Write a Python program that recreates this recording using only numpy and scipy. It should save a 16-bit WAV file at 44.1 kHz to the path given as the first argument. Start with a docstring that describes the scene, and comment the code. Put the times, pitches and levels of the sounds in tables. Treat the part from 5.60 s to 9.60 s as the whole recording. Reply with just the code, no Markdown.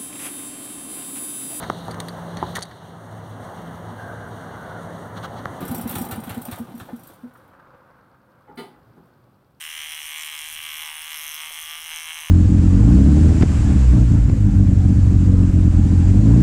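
"""A small single-cylinder petrol engine on a steel cart runs down in a cluttered shed, ignition off.
Each ever slower cycle gulps air with a hollow note, thumps and shakes the deck while loose washers jingle.
The piston rocks back with a last gulp at 1.6 s, and the driven wheels whirr on and fade.
Near 3 s the cart shifts with a double clunk. A quiet background and faint ticks lie under it all."""
import sys
import numpy as np
from scipy import signal
from scipy.fft import rfft, irfft
from scipy.io import wavfile
from scipy.ndimage import uniform_filter1d

SR = 44100
rng = np.random.default_rng(int(sys.argv[2]) if len(sys.argv) > 2 else 0)


def to_wav(s):
    """Save 16-bit WAV."""
    ch = np.atleast_2d(s).T  # columns
    pcm = np.round(np.clip(ch, -1, 1) * 32767)  # PCM
    wavfile.write(sys.argv[1], SR, pcm.astype(np.int16))


N = 176400
T = np.arange(N) / SR


def gulps():
    """Each pumping stroke of the piston rings the intake and silencer with a hollow note."""
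    # strokes: start_s, level_db, pitch_hz, hold_s
    strokes = [(.015, -33, 187, 0.03), (0.108, -24, 236.5, 0.013), (0.172, -30, 231, 0.034),
               (.253, -20.5, 232, 0.0052), (0.331, -27, 234, 0.0051), (0.406, -20, 238, 0.0033),
               (0.491, -28, 241, 0.0062), (.576, -22, 222, 0.0027), (0.67, -29.5, 236, 0.0074),
               (0.768, -21.5, 237.6, 0.0074), (.880, -26, 240, 0.0033), (0.997, -24.5, 233, 0.015),
               (1.141, -28, 236, 0.0062), (1.329, -24.5, 236.4, 0.0037), (1.633, -30, 243.7, 0.013)]
    attack_s, octave_db = .006, -22.5
    out, age = np.zeros(N), T[:SR // 4]
    for start_s, level_db, pitch_hz, hold_s in strokes:
        fade_s = .012 * (1 + .32 * start_s ** 2)  # the ring lengthens as the engine slows
        envelope = np.minimum(age / attack_s, 1) * np.exp(-np.maximum(age - attack_s - hold_s, 0) / fade_s)
        phase = 2 * np.pi * pitch_hz * age
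        note = np.sin(phase) + from_db(octave_db) * np.sin(2 * phase)
        add(out, start_s, from_db(level_db) * envelope * note)
    return out


def thumps():
    """The cylinder's pressure swings in low, heavily damped thumps."""
    # pressure pulses: start_s, level_db
    pulses = [(.008, -32), (0.095, -26.5), (0.144, -35), (.237, -27.5), (0.252, -28), (0.294, -35),
              (.358, -27), (0.4, -32.5), (0.521, -26), (0.572, -34), (0.704, -28), (0.77, -35), (.922, -28),
              (0.999, -37), (1.209, -33.5), (1.326, -41)]
    pitch_hz = 101
    out, envelope = np.zeros(N), swell(rise_s=.0073)
    thump = envelope * np.sin(2 * np.pi * pitch_hz * T[:len(envelope)])
    for start_s, level_db in pulses:
        add(out, start_s, from_db(level_db) * thump)
    return out


def deck():
    """Bright clatters, dull knocks and a running rattle ring the steel deck."""
    # deck resonances: pitch_hz, level_db
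    modes = [(177, 0), (340, -4), (388, -3), (465, -1), (580, -6), (745, 0), (775, -2), (850, -3),
             (990, -6), (1205, -4), (1479, -5), (1775, -11), (2061, -9), (3050, -17), (3420, -17),
             (3950, -15), (5580, -20)]
    # the drive's slack is taken up: start_s, level_db
    clatters = [(.143, -51), (.208, -57), (.277, -40.5), (.296, -40), (.325, -37.5), (.352, -32.5),
                (.385, -50), (.509, -37.5), (.516, -36), (.633, -44), (.668, -49), (.692, -37.5),
                (.701, -38), (.742, -44.5), (.850, -49), (.882, -45), (.911, -40.5), (.921, -37),
                (.955, -45.5), (1.197, -40)]
    # the engine knocks on its mount: start_s, level_db
    knocks = [(.003, -31.5), (.075, -41), (.136, -37.5), (.445, -43), (.487, -36.5), (.670, -40),
              (.745, -41.5), (.850, -40), (.882, -40.5), (.975, -37.5), (1.075, -49), (1.284, -40),
              (1.490, -46.5), (1.632, -55)]
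    # the running gear rattles: time_s, level_db
    rattle_curve = [(0, -30.5), (.2, -35.5), (.45, -32.5), (.62, -40), (.8, -39), (.98, -48.5),
                    (1.08, -43.5), (1.3, -48), (1.5, -55), (1.62, -60), (1.9, -59), (2.1, -100)]
    # tone colour of each: frequency_hz, level_db
    clatter_colour = [(30, -39), (100, -11), (200, -2), (450, 0.5), (850, 4), (1400, 2), (2200, -5),
                      (4000, -4.5), (5200, -21.5), (8000, -13.5), (12000, -15.5), (16000, -27)]
    knock_colour = [(30, -42), (100, -24), (250, -1.5), (460, -4), (760, 1), (1200, -13), (1700, -16.5),
                    (2500, -25), (6000, -47), (16000, -47)]
    rattle_colour = [(40, -24), (80, -8), (120, -19), (150, -7.5), (180, 20), (260, 13), (380, 0.5),
                     (440, -12), (760, 7), (1300, -17), (2200, -17.5), (4000, -18.5), (5200, -36),
                     (7000, -31), (12000, -28), (16000, -47)]
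    clatter = excite(bursts(clatters, rise_s=.0027, per_s=3900),
                     body(clatter_colour, modes, wash_t60=.16, ring_t60=.32, ring_db=-8.5))
    knock = excite(bursts(knocks, rise_s=.0035, per_s=3000),
                   body(knock_colour, modes, wash_t60=.13, ring_t60=.2, ring_db=-6))
    rattle = excite(contacts(per_s=700) * level(rattle_curve),
                    body(rattle_colour, modes, wash_t60=.039, ring_t60=.19, ring_db=-8.5))
    return clatter + knock + rattle


def washers():
    """Thin steel washers chatter briefly and ring very high, over a dry sizzle of loose hardware."""
    # washer resonances: pitch_hz, level_db
    modes = [(5580, -9), (5750, -10), (7607, -11), (8036, -5), (8864, -6), (8974, -9), (9126, -2),
             (9420, -2), (10210, -8), (10600, -8), (11443, -1), (12660, -4), (13300, -3), (14194, -5),
             (14250, -4), (15270, -7)]
    # washers jump on their bolts: start_s, level_db
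    jumps = [(.004, -43.5), (.050, -41.5), (.077, -38.5), (.110, -38), (.145, -33), (.177, -39),
             (.210, -37.5), (.273, -37.5), (.292, -33.5), (.308, -35.5), (.338, -43), (.351, -32),
             (.381, -34), (.413, -34), (.447, -39.5), (.486, -44), (.509, -35), (.555, -44), (.600, -48),
             (.636, -42.5), (.668, -50), (.692, -39.5), (.742, -44), (.774, -49), (.815, -40), (.850, -38),
             (.911, -39), (.956, -46.5), (.983, -46), (1.095, -62), (1.149, -53), (1.175, -50),
             (1.193, -50.5), (1.230, -65), (1.360, -53), (1.392, -54), (1.432, -50.5), (1.468, -47.5),
             (1.532, -56), (1.735, -61.5), (1.770, -62), (1.840, -80), (1.875, -70), (2.545, -88),
             (2.955, -65), (3.375, -79), (3.455, -74)]
    # hardware sizzles on the deck: time_s, level_db
    sizzle_curve = [(0, -49.5), (.45, -58), (.8, -55.5), (1.0, -55.5), (1.1, -61.5), (1.25, -57.5),
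                    (1.35, -63), (1.5, -58), (1.6, -66.5), (1.7, -71.5), (1.85, -70.5), (2.0, -79)]
    # tone colour of each: frequency_hz, level_db
    jingle_colour = [(500, -53), (2000, -3), (4000, -4), (6500, -7.5), (8200, 5), (11000, 2), (13000, 10),
                     (15000, 5.5), (16500, 2.5)]
    sizzle_colour = [(1000, -8), (2500, 0), (4000, 1), (5000, -6), (5700, -4), (7000, -8), (9300, -1),
                     (11000, -4), (14200, -1), (16000, -8)]
    jingle = excite(bursts(jumps, rise_s=.0011, per_s=7000),
                    body(jingle_colour, modes, wash_t60=.12, ring_t60=.15, ring_db=-6))
    sizzle = excite(contacts(per_s=2000) * level(sizzle_curve),
                    body(sizzle_colour, modes, wash_t60=.1, ring_t60=.16, ring_db=-13))
    return jingle + sizzle


def wheels():
    """The coasting wheels whirr with a slight flutter and now and then brush each other."""
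    # fading whirr: time_s, level_db
    whirr_curve = [(0, -41.5), (1.2, -53.5), (1.6, -55), (1.9, -54.5), (2.05, -52), (2.35, -55),
                   (2.65, -61), (3.0, -57.5), (3.3, -62.5), (3.65, -65), (4, -72)]
    # light brushes: start_s, level_db
    rubs = [(1.751, -48), (1.796, -56), (1.838, -58), (1.932, -49.5), (1.993, -48), (2.54, -57)]
    # tone colour of each: frequency_hz, level_db
    whirr_colour = [(100, -3.5), (250, 1.5), (420, -8.5), (520, 9), (620, -1), (800, 0), (1050, 3),
                    (1550, 2), (1750, -9), (2300, -15.5), (3000, -23.5), (4500, -29), (7000, -39),
                    (16000, -74)]
    rub_colour = [(200, -13), (600, -8), (1300, 5.5), (1600, 1.5), (2200, -16), (5000, -32), (16000, -51)]
    flutter_hz, flutter_db = 25.8, 1.5
    flutter = noise([(1, -6), (flutter_hz, 0), (150, -12), (400, -60)])
    whirr = level(whirr_curve) * noise(whirr_colour) * from_db(flutter_db * flutter)
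    rub_envelope = np.zeros(N)
    for start_s, level_db in rubs:
        add(rub_envelope, start_s, from_db(level_db) * swell(rise_s=.0056))
    return whirr + rub_envelope * noise(rub_colour)


def clunks():
    """The cart's frame scrapes and knocks as it settles; the softer contacts are duller."""
    # shifts of the cart: start_s, level_db, low_cut_hz, high_cut_hz
    shifts = [(2.871, -36, 470, 1060), (2.886, -40.5, 120, 910), (2.97, -31, 153, 14000),
              (2.984, -32.5, 129, 12000), (2.997, -43, 132, 4940), (3.028, -44, 129, 3000),
              (3.061, -44.5, 100, 1210), (3.127, -51, 151, 1970), (3.363, -42, 100, 654)]
    # frame resonances: pitch_hz, level_db
    modes = [(170, -8), (242, -7), (298, -8), (372, -4), (404, 2), (472, -6), (836, -1), (902, -6),
             (1222, -13), (1415, -6), (1730, -12), (1930, -12), (2000, -8), (2143, -11), (2207, -13),
             (3017, -13), (3548, -19), (4081, -20)]
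    # clunk colour: frequency_hz, level_db
    colour = [(80, -19), (170, 2.5), (250, 7), (420, -4.5), (570, -9.5), (850, -2.5), (1100, -16),
              (1900, -13), (2600, -18), (4800, -16), (5700, -36), (7200, -35), (9400, -20), (11500, -32),
              (14000, -23), (16000, -23)]
    force = np.zeros(N)
    for start_s, level_db, low_hz, high_hz in shifts:
        band = signal.butter(2, [low_hz, high_hz], "band", fs=SR, output="sos")
        force += signal.sosfilt(band, bursts([(start_s, level_db)], rise_s=.0055, per_s=4900))
    return excite(force, body(colour, modes, wash_t60=.31, ring_t60=.21, ring_db=1.5))


def ticks():
    """Faint, evenly spaced ticks of electrical interference run throughout."""
    align_s, period_s, width_s, pitch_hz = 1.5942, .1024, .00035, 4700
    offset = (T - align_s + period_s / 2) % period_s - period_s / 2  # from the nearest tick
    return from_db(-62) * np.exp(-(offset / width_s) ** 2) * np.cos(2 * np.pi * pitch_hz * offset)


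def background():
    """A quiet bed of low noise sinks as the engine stops and swells briefly near the end."""
    # bed loudness: time_s, level_db
    curve = [(0, -44), (2.0, -58), (2.7, -59), (3.3, -54), (4, -59.5)]
    # bed colour: frequency_hz, level_db
    colour = [(20, -19), (50, -2.5), (90, 0.5), (125, 7.5), (170, -1), (300, -3.5), (600, -10.5),
              (1200, -12.5), (2000, -28), (4500, -32), (6500, -41.5), (10500, -41.5), (13500, -33.5),
              (16000, -39)]
    return level(curve) * noise(colour)


def body(colour, modes, wash_t60, ring_t60, ring_db):
    """A struck part in the shed: a sharp crack, a dying wash and clear modes. Decay times in seconds."""
    t = T[:SR]
    crack = .51 * np.exp(-t / .006)  # the direct sound stands out from the shed's wash
    echoes = rfft(rng.standard_normal(SR) * (from_db(-60 * t / wash_t60) + crack))
    flattened = irfft(echoes / np.sqrt(uniform_filter1d(np.abs(echoes) ** 2, size=70)), SR)
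    wash = unit(tint(flattened, colour) * np.minimum(t / .001, 1) * (t < .5))
    tones = sum(from_db(db) * np.sin(2 * np.pi * (hz * t + rng.random())) for hz, db in modes)
    ring = unit(tones * from_db(-60 * t / ring_t60) * np.minimum(t / .002, 1))
    return unit(wash + from_db(ring_db) * ring)


def bursts(blows, rise_s, per_s):
    """Each blow is a flurry of impacts; its level is the rms of its energy spread over 20 ms."""
    out, envelope = np.zeros(N), swell(rise_s)
    grains = contacts(per_s)
    for start_s, level_db in blows:
        flurry = np.roll(grains, -int(start_s * SR))[:len(envelope)] * envelope
        add(out, start_s, from_db(level_db) * unit(flurry))
    return out * np.sqrt(.02 * SR)


def contacts(per_s):
    """Random small impacts of uneven size, rms one."""
    return unit((rng.random(N) < per_s / SR) * rng.standard_normal(N)) * np.sqrt(N)


def swell(rise_s):
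    """Short envelope that reaches one after the rise time, then dies away."""
    age = T[:SR // 5] / rise_s
    return age * np.exp(1 - age)


def excite(force, response):
    """Play a force through a response."""
    return signal.fftconvolve(force, response)[:N]


def noise(colour):
    """Coloured noise, rms one."""
    return tint(rng.standard_normal(N), colour) * np.sqrt(N)


def tint(x, colour):
    """Shape a spectrum by (frequency_hz, level_db) points, at an energy of one."""
    hz, db = np.transpose(colour)
    bins_hz = np.maximum(np.arange(len(x) // 2 + 1) * SR / len(x), 1)
    gain = from_db(np.interp(np.log(bins_hz), np.log(hz), db))
    return unit(irfft(rfft(x) * gain, len(x)))


def level(curve):
    """Gain over time from (time_s, level_db) points."""
    return from_db(np.interp(T, *np.transpose(curve)))


def from_db(db):
    """Decibels to gain."""
    return 10 ** (np.asarray(db) / 20)


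def unit(x):
    """Scale to an energy of one."""
    return x / np.sqrt(np.sum(x ** 2) + 1e-20)


def add(out, start_s, x):
    """Mix a short sound in at its start time."""
    i = int(np.clip(start_s * SR, 0, N - 1))
    out[i:i + len(x)] += x[:N - i]


def scene():
    """Engine, cart and background together, in mono."""
    return (gulps() + thumps() + deck() + washers() + wheels() + clunks() + ticks() + background())[None]


def record(dry):
    """The microphone drops the deep bass; the top is cut steeply."""
    low_cut_hz, high_cut_hz = 50, 15950
    thinned = signal.sosfilt(signal.butter(2, low_cut_hz, "high", fs=SR, output="sos"), dry)
    return signal.sosfilt(signal.ellip(10, .2, 80, high_cut_hz, fs=SR, output="sos"), thinned)


dry = scene()
out = record(dry)
to_wav(out)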